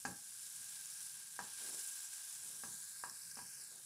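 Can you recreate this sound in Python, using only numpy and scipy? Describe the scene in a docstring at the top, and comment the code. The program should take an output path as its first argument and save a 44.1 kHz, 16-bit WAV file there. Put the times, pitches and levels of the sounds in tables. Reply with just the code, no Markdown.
"""A small kitchen, one microphone close above a nonstick pan: butter sizzles in hot oil throughout.
Sizzle is dense random clicks, hiss and short pings, hollowed by a pan-wall echo, over a low noise rumble.
The swirled pan soon knocks the grate: damped modes, a clack and a tick, with dull noise thuds from the stove.
Spits crack and ping, the pan slides; it is set down, and more spits, knocks and rough slides follow.
Decaying noise gives the room to the frying and the knocks; the recorder cuts the top."""
import sys
import numpy as np
from scipy import signal
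from scipy.fft import rfft, irfft
from scipy.io import wavfile
from scipy.ndimage import map_coordinates

SR = 44100
rng = np.random.default_rng(int(sys.argv[2]) if len(sys.argv) > 2 else 0)


def generate_wav(sig):
    """Save sig (samples, or channels by samples) to the path in sys.argv[1] as 16-bit PCM at SR."""
    pcm = np.round(np.clip(np.atleast_2d(sig).T, -1, 1) * 32767).astype(np.int16)
    wavfile.write(sys.argv[1], SR, pcm)


N = 169785  # samples


def undb(db):
    """Decibels to gain."""
    return 10 ** (np.asarray(db) / 20)


def unit(x):
    """Scale to rms 1."""
    return x / np.sqrt(np.mean(x ** 2))


def curve(table, axis=1):
    """One column of a time table, joined by straight lines."""
    table = np.array(table)
    return np.interp(np.arange(N) / SR, table[:, 0], table[:, axis])


def colour(x, points):
    """Causal minimum-phase filter that follows (frequency [Hz], gain [dB]) points."""
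    hz, db = np.array(points).T
    size = 4096
    f = np.maximum(np.fft.rfftfreq(size, 1 / SR), 1)
    gain = undb(np.interp(np.log(f), np.log(hz), db))
    cepstrum = irfft(np.log(gain))
    # folding the cepstrum forward in time makes the filter causal
    cepstrum[1:size // 2] *= 2
    cepstrum[size // 2 + 1:] = 0
    impulse_response = irfft(np.exp(rfft(cepstrum)))
    return signal.fftconvolve(x, impulse_response)[:len(x)]


def ring(x, hz, t60):
    """One damped mode driven by x; a blow dies by 60 dB in t60 seconds."""
    pole = np.exp((2j * np.pi * hz - np.log(1000) / t60) / SR)
    return signal.lfilter([1], [1, -pole], x).imag


def walk(rate):
    """Random wander of rms 1 through a new level `rate` times a second."""
    knots = rng.standard_normal(2048)
    return unit(np.interp(np.arange(N) / SR * rate, np.arange(len(knots)), knots))


def clicks(per_s, spread_db):
    """Randomly timed impulses of uneven size and either sign."""
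    size = undb(spread_db * np.minimum(rng.standard_normal(N), 2.5))
    present = rng.random(N) < per_s / SR
    return present * size * rng.choice([-1, 1], N)


def add(out, s, sound):
    """Mix a sound in at s seconds."""
    start = max(int(s * SR), 0)
    out[start:start + len(sound)] += sound[:N - start]


# the pan's faint ring, shared by the sizzle and the spits
PAN_RING_HZ, PAN_RING_T60_S = 1601, 0.03

# fine bubbles before flutter and echoes: (time [s], level [dB])
FINE_LEVEL = [(0, -52.5), (.25, -53.5), (.57, -49.5), (.77, -51.5), (1.07, -49.5), (1.2, -53.3),
              (1.38, -53), (1.52, -51), (1.65, -48), (1.85, -46.6), (2.05, -50), (2.45, -50), (2.68, -49.5),
              (2.9, -51.5), (3.2, -52), (3.5, -53), (3.7, -53.5), (3.85, -55.5)]
# coarse bubbles before flutter and echoes: (time [s], level [dB])
COARSE_LEVEL = [(0, -64), (.2, -65), (.6, -60), (.85, -60), (1.1, -60.5), (1.3, -63.5), (1.62, -56),
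                (1.9, -58.5), (2.3, -59.5), (2.65, -62.5), (3.05, -64), (3.55, -65.5), (3.7, -64.5),
                (3.85, -66)]
# colour of the fine bubbles: (frequency [Hz], relative density [dB per Hz])
FINE_COLOUR = [(3000, -31.5), (4400, -16), (5300, -10), (6600, -6.5), (7400, -2.5), (8100, -1), (8650, -5),
               (9450, 2.5), (9900, 0.5), (10600, -6), (12500, -9.5), (15500, -17.5)]
# colour of the coarse bubbles: (frequency [Hz], relative density [dB per Hz])
COARSE_COLOUR = [(250, -35), (600, -13), (850, -4.5), (1400, -13), (1900, -2.5), (2300, 2), (3300, 3),
                 (4080, 6), (4350, 4.5), (5400, 7), (7000, 2.5), (10000, -25.5)]
BURSTS_PER_S, BURST_SPREAD_DB = 6000, 5
HISS_DB = -3.5  # against the bursts
BUBBLES_PER_S, BUBBLE_SPREAD_DB = 3500, 7
BUBBLE_DB = -4.5  # pings added to the fine bursts before colouring
BUBBLE_LOW_HZ, BUBBLE_HIGH_HZ = 4454, 12220
BUBBLE_CYCLES = 5.7  # cycles for a ping to fall to 1/e
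PAN_RING_DB = -7.5  # against the coarse bubbles
FLUTTER_DB = 0.63  # rms


def steam_bursts():
    """Bursting steam bubbles are random clicks; the steam between them is white hiss."""
    bursts = unit(clicks(BURSTS_PER_S, BURST_SPREAD_DB))
    return bursts + undb(HISS_DB) * rng.standard_normal(N)


def bubble_pings():
    """Small bubbles ring briefly, each pitch for the same number of cycles."""
    pitches = np.geomspace(BUBBLE_LOW_HZ, BUBBLE_HIGH_HZ, num=24)
    pings = np.zeros(N)
    for hz in pitches:
        pops = clicks(BUBBLES_PER_S / len(pitches), BUBBLE_SPREAD_DB)
        t60 = np.log(1000) * BUBBLE_CYCLES / hz
        # the root offsets the shorter ring of high pitches
        pings += ring(pops, hz, t60) * np.sqrt(hz)
    return unit(pings)


def sizzle():
    """Fine bursts and pings above, coarse bursts that ring the pan below, under one quick flutter."""
    fine, coarse = steam_bursts(), steam_bursts()
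    top = unit(colour(fine + undb(BUBBLE_DB) * bubble_pings(), FINE_COLOUR))
    pan = undb(PAN_RING_DB) * unit(ring(coarse, PAN_RING_HZ, PAN_RING_T60_S))
    low = unit(colour(coarse, COARSE_COLOUR)) + pan
    frying = top * undb(curve(FINE_LEVEL)) + low * undb(curve(COARSE_LEVEL))
    return frying * undb(FLUTTER_DB * walk(60))


# reflection off the pan wall as the pan settles: (time [s], lag [ms], share [fraction of direct sound])
WALL_ECHO = [(0, 0.43, 0.049), (2.45, 0.47, 0.064), (2.7, 0.38, 0.42), (3.0, 0.32, 0.49), (3.25, 0.3, 0.5),
             (3.55, 0.26, 0.63), (3.7, .33, 0.56), (3.85, 0.44, 0.012)]
WALL_TOP_HZ = 7000


def pan_wall(x):
    """A dulled, inverted reflection with a gliding lag hollows out the frying."""
    low_pass = signal.butter(4, WALL_TOP_HZ, fs=SR, output="sos")
    dull = signal.sosfiltfilt(low_pass, x)
    place = np.arange(N) - curve(WALL_ECHO) * SR / 1000
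    echo = map_coordinates(dull, [place], mode="nearest")
    share = np.clip(curve(WALL_ECHO, axis=2), 0, .9)
    return x - share * echo


SIZZLE_ROOM_DB, KNOCK_ROOM_DB = -15, -4
ROOM_T60_S, ROOM_DELAY_S = .33, 0.0036


def kitchen(x, wet_db):
    """Dense reflections off a small room, as decaying noise, die away quickly."""
    t = np.arange(SR // 2) / SR
    decay = np.exp(-np.log(1000) * t / ROOM_T60_S)
    tail = rng.standard_normal(len(t)) * decay * (t > ROOM_DELAY_S)
    return x + undb(wet_db) * signal.fftconvolve(x, tail / np.linalg.norm(tail))[:N]


# low rumble before its wander: (time [s], level [dB])
RUMBLE_LEVEL = [(0, -77.5), (.6, -84), (.9, -83.5), (1.05, -81.5), (1.3, -78), (2.0, -84.5), (2.3, -83),
                (2.48, -73.5), (2.9, -79.5), (3.28, -73.5), (3.55, -77.5), (3.85, -81)]
# colour of the rumble: (frequency [Hz], relative density [dB per Hz])
RUMBLE_SPECTRUM = [(25, -38), (60, -17.5), (100, 0.5), (135, 5), (190, 2.5), (260, -13.5), (500, -10),
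                   (1200, -45), (5000, -80)]


def rumble():
    """Low coloured noise whose level wavers slowly."""
    noise = unit(colour(rng.standard_normal(N), RUMBLE_SPECTRUM))
    waver_db = 1.7 * walk(4)
    return undb(curve(RUMBLE_LEVEL) + waver_db) * noise


# pan on the grate: (time [s], low level [dB], middle level [dB], high level [dB], tick level [dB],
# ring length [factor], frequency the point of contact favours [Hz], scrape decay to 1/e [s])
GRATE_KNOCKS = [(0.0517, -36, -42.5, -38, -45, 0.76, 757, 0.014),
                (1.391, -71, -44, -39, -49.5, 0.34, 900, .003),
                (1.4034, -56, -48, -70, -72, 0.23, 910, .004),
                (2.6363, -46.5, -47.5, -50, -51.5, 0.65, 620, .012),
                (2.6905, -74, -67, -78, -74, 0.4, 970, .006),
                (3.0377, -77, -48, -42.5, -54, 0.41, 1036, .002),
                (3.3711, -49.5, -49, -63, -54, 0.49, 610, .012),
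                (3.389, -55, -55.5, -51, -54.5, 0.67, 925, 0.0097)]
# where the low, middle and high levels apply: frequency [Hz]
LEVEL_HZ = [270, 1030, 1660]
# modes of the pan before each knock's levels: (frequency [Hz], level [dB], t60 before ring length [s])
MODES = [(194, -26, 0.11), (250, -4, 0.17), (450, -6, .08), (580, -20, 0.13), (826, -5.5, 0.11),
         (970, -11, 0.13), (1107, -0.5, 0.043), (1191, -5.5, 0.058), (1343, -7, 0.068), (1575, -5.5, 0.15),
         (1630, -1, 0.068), (2130, -6, 0.058)]
# colour of the clack before each knock's levels: (frequency [Hz], gain [dB])
CLACK_COLOUR = [(80, -17), (200, 15), (500, -23), (900, 5), (1750, -39), (2150, -3), (2500, -28),
                (8000, -60)]
# colour of the tick: (frequency [Hz], relative gain [dB])
TICK_COLOUR = [(1800, -17), (2700, -6.5), (3600, -22.5), (4700, -5.5), (6300, -4.5), (8000, -5),
               (11000, -41), (16000, -43)]
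FOCUS_DB, FOCUS_OCTAVES = 15, 0.19  # extra level at the favoured frequency, and its half width
MODE_SCATTER = 0.006  # spread of mode pitch, as a fraction
BLOW_DB, CLACK_DB = 33, -8  # impulse against the scrape noise; clack against the modes
TICK_DECAY_S = 0.013  # to 1/e


def knocks():
    """Each contact ticks, clacks and rings the pan; its spot favours some modes and sets the damping."""
    out, t = np.zeros(N), np.arange(SR // 2) / SR
    impulse = t == 0
    for s, low_db, mid_db, high_db, tick_db, length, focus_hz, scrape_s in GRATE_KNOCKS:
        def strength(hz):
            """Level [dB] that this contact gives to a frequency."""
            focus = FOCUS_DB * np.exp(-(np.log2(hz / focus_hz) / FOCUS_OCTAVES) ** 2)
            return focus + np.interp(np.log(hz), np.log(LEVEL_HZ), [low_db, mid_db, high_db])

        modes = np.zeros(len(t))
        for hz, db, t60 in MODES:
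            mode_hz = hz * (1 + MODE_SCATTER * rng.standard_normal())
            modes += undb(db + strength(hz)) * ring(impulse, mode_hz, t60 * length)
        scrape = rng.standard_normal(len(t)) * np.exp(-t / scrape_s)
        contact = undb(BLOW_DB) * impulse + scrape
        clack = colour(contact, [(hz, db + strength(hz)) for hz, db in CLACK_COLOUR])
        tick_noise = unit(colour(rng.standard_normal(len(t)), TICK_COLOUR))
        tick = undb(tick_db) * tick_noise * np.exp(-t / TICK_DECAY_S)
        # (Hz, dB) filter shared by modes and clack
        body_colour = [(30, -22), (120, -13), (1900, 2.5), (2400, -21), (4000, -16)]
        body = colour(modes + undb(CLACK_DB) * clack, body_colour)
        add(out, s, body + tick)
    return out


# dull thuds of the stove under the pan: (start time [s], level at the height of the swell [dB])
STOVE_THUDS = [(.06, -51.5), (0.584, -75.5), (1.396, -63.5), (2.643, -62.5), (2.71, -73.5), (3.045, -66.5),
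               (3.388, -64.5)]
# colour of the thuds: (frequency [Hz], relative density [dB per Hz])
THUD_SPECTRUM = [(30, -51), (70, -12.5), (110, -7), (190, -0.5), (300, -9), (700, -21.5), (2000, -51)]
THUD_RISE_S = 0.024


def thuds():
    """The stove under the pan answers with low noise that swells and dies away."""
    t = np.arange(N) / SR
    swell = np.zeros(N)
    for s, db in STOVE_THUDS:
        age = np.maximum(t - s, 0) / THUD_RISE_S
        swell += undb(db) * age * np.exp(1 - age)  # peaks at age 1
    return swell * unit(colour(rng.standard_normal(N), THUD_SPECTRUM))


# louder spits of fat before echoes: (time [s], level [dB], pitch [Hz])
FAT_SPITS = [(0.8116, -39, 9600), (0.8576, -38.5, 7000), (1.006, -39, 5960), (2.7863, -42, 9400),
             (3.0975, -38, 5600), (3.314, -40, 6000), (3.345, -43, 10000), (3.3557, -42, 5600)]
# colour of a spit: (frequency [Hz], gain [dB])
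SPIT_SPECTRUM = [(300, -45), (3000, -12), (5000, 1), (11000, 2), (15000, -2)]
SPIT_DECAY_S = 0.001  # to 1/e
SPIT_CRACK, SPIT_RING_DB = 0.55, -20  # noise against the ping; trace of pan ring


def spits():
    """Larger bubbles burst with a crack, a short ping and a trace of the pan's ring."""
    out, t = np.zeros(N), np.arange(SR // 20) / SR
    for s, db, hz in FAT_SPITS:
        ping = np.sin(2 * np.pi * hz * t)
        crack = SPIT_CRACK * rng.standard_normal(len(t))
        pop = np.exp(-t / SPIT_DECAY_S) * (ping + crack)
        pan = undb(SPIT_RING_DB) * ring(t == 0, PAN_RING_HZ, PAN_RING_T60_S)
        add(out, s, undb(db) * (colour(pop, SPIT_SPECTRUM) + pan))
    return out


# pan sliding on the grate: (middle time [s], half length to 1/e [s], level at the middle [dB])
GRATE_SLIDES = [(1.62, 0.04, -68.5), (1.723, 0.079, -63.5), (2.517, 0.12, -74.5), (3.608, 0.045, -76.5),
                (3.76, 0.057, -70)]
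# colour of the slide: (frequency [Hz], relative density [dB per Hz])
SLIDE_COLOUR = [(80, -31), (170, -4), (420, 1), (620, -4.5), (900, -3.5), (1400, -10.5), (2500, -17),
                (8000, -40)]
SLIDE_CATCHES_PER_S, SLIDE_SPREAD_DB = 900, 3


def slides():
    """The pan catches on the rough grate in random clicks that swell and fade with the pressure."""
    t = np.arange(N) / SR
    pressure = sum(undb(db) * np.exp(-((t - s) / half) ** 2) for s, half, db in GRATE_SLIDES)
    catches = clicks(SLIDE_CATCHES_PER_S, SLIDE_SPREAD_DB)
    return pressure * unit(colour(catches, SLIDE_COLOUR))


def scene():
    """Everything at one microphone above the pan."""
    frying = kitchen(pan_wall(sizzle() + spits()), SIZZLE_ROOM_DB)
    knocking = kitchen(knocks(), KNOCK_ROOM_DB)
    return (frying + rumble() + knocking + thuds() + slides())[None]


TOP_HZ = 15600


def record(dry):
    """The recorder cuts the top steeply."""
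    low_pass = signal.ellip(12, .1, 70, TOP_HZ, fs=SR, output="sos")
    return signal.sosfilt(low_pass, dry)


dry = scene()
out = record(dry)
generate_wav(out)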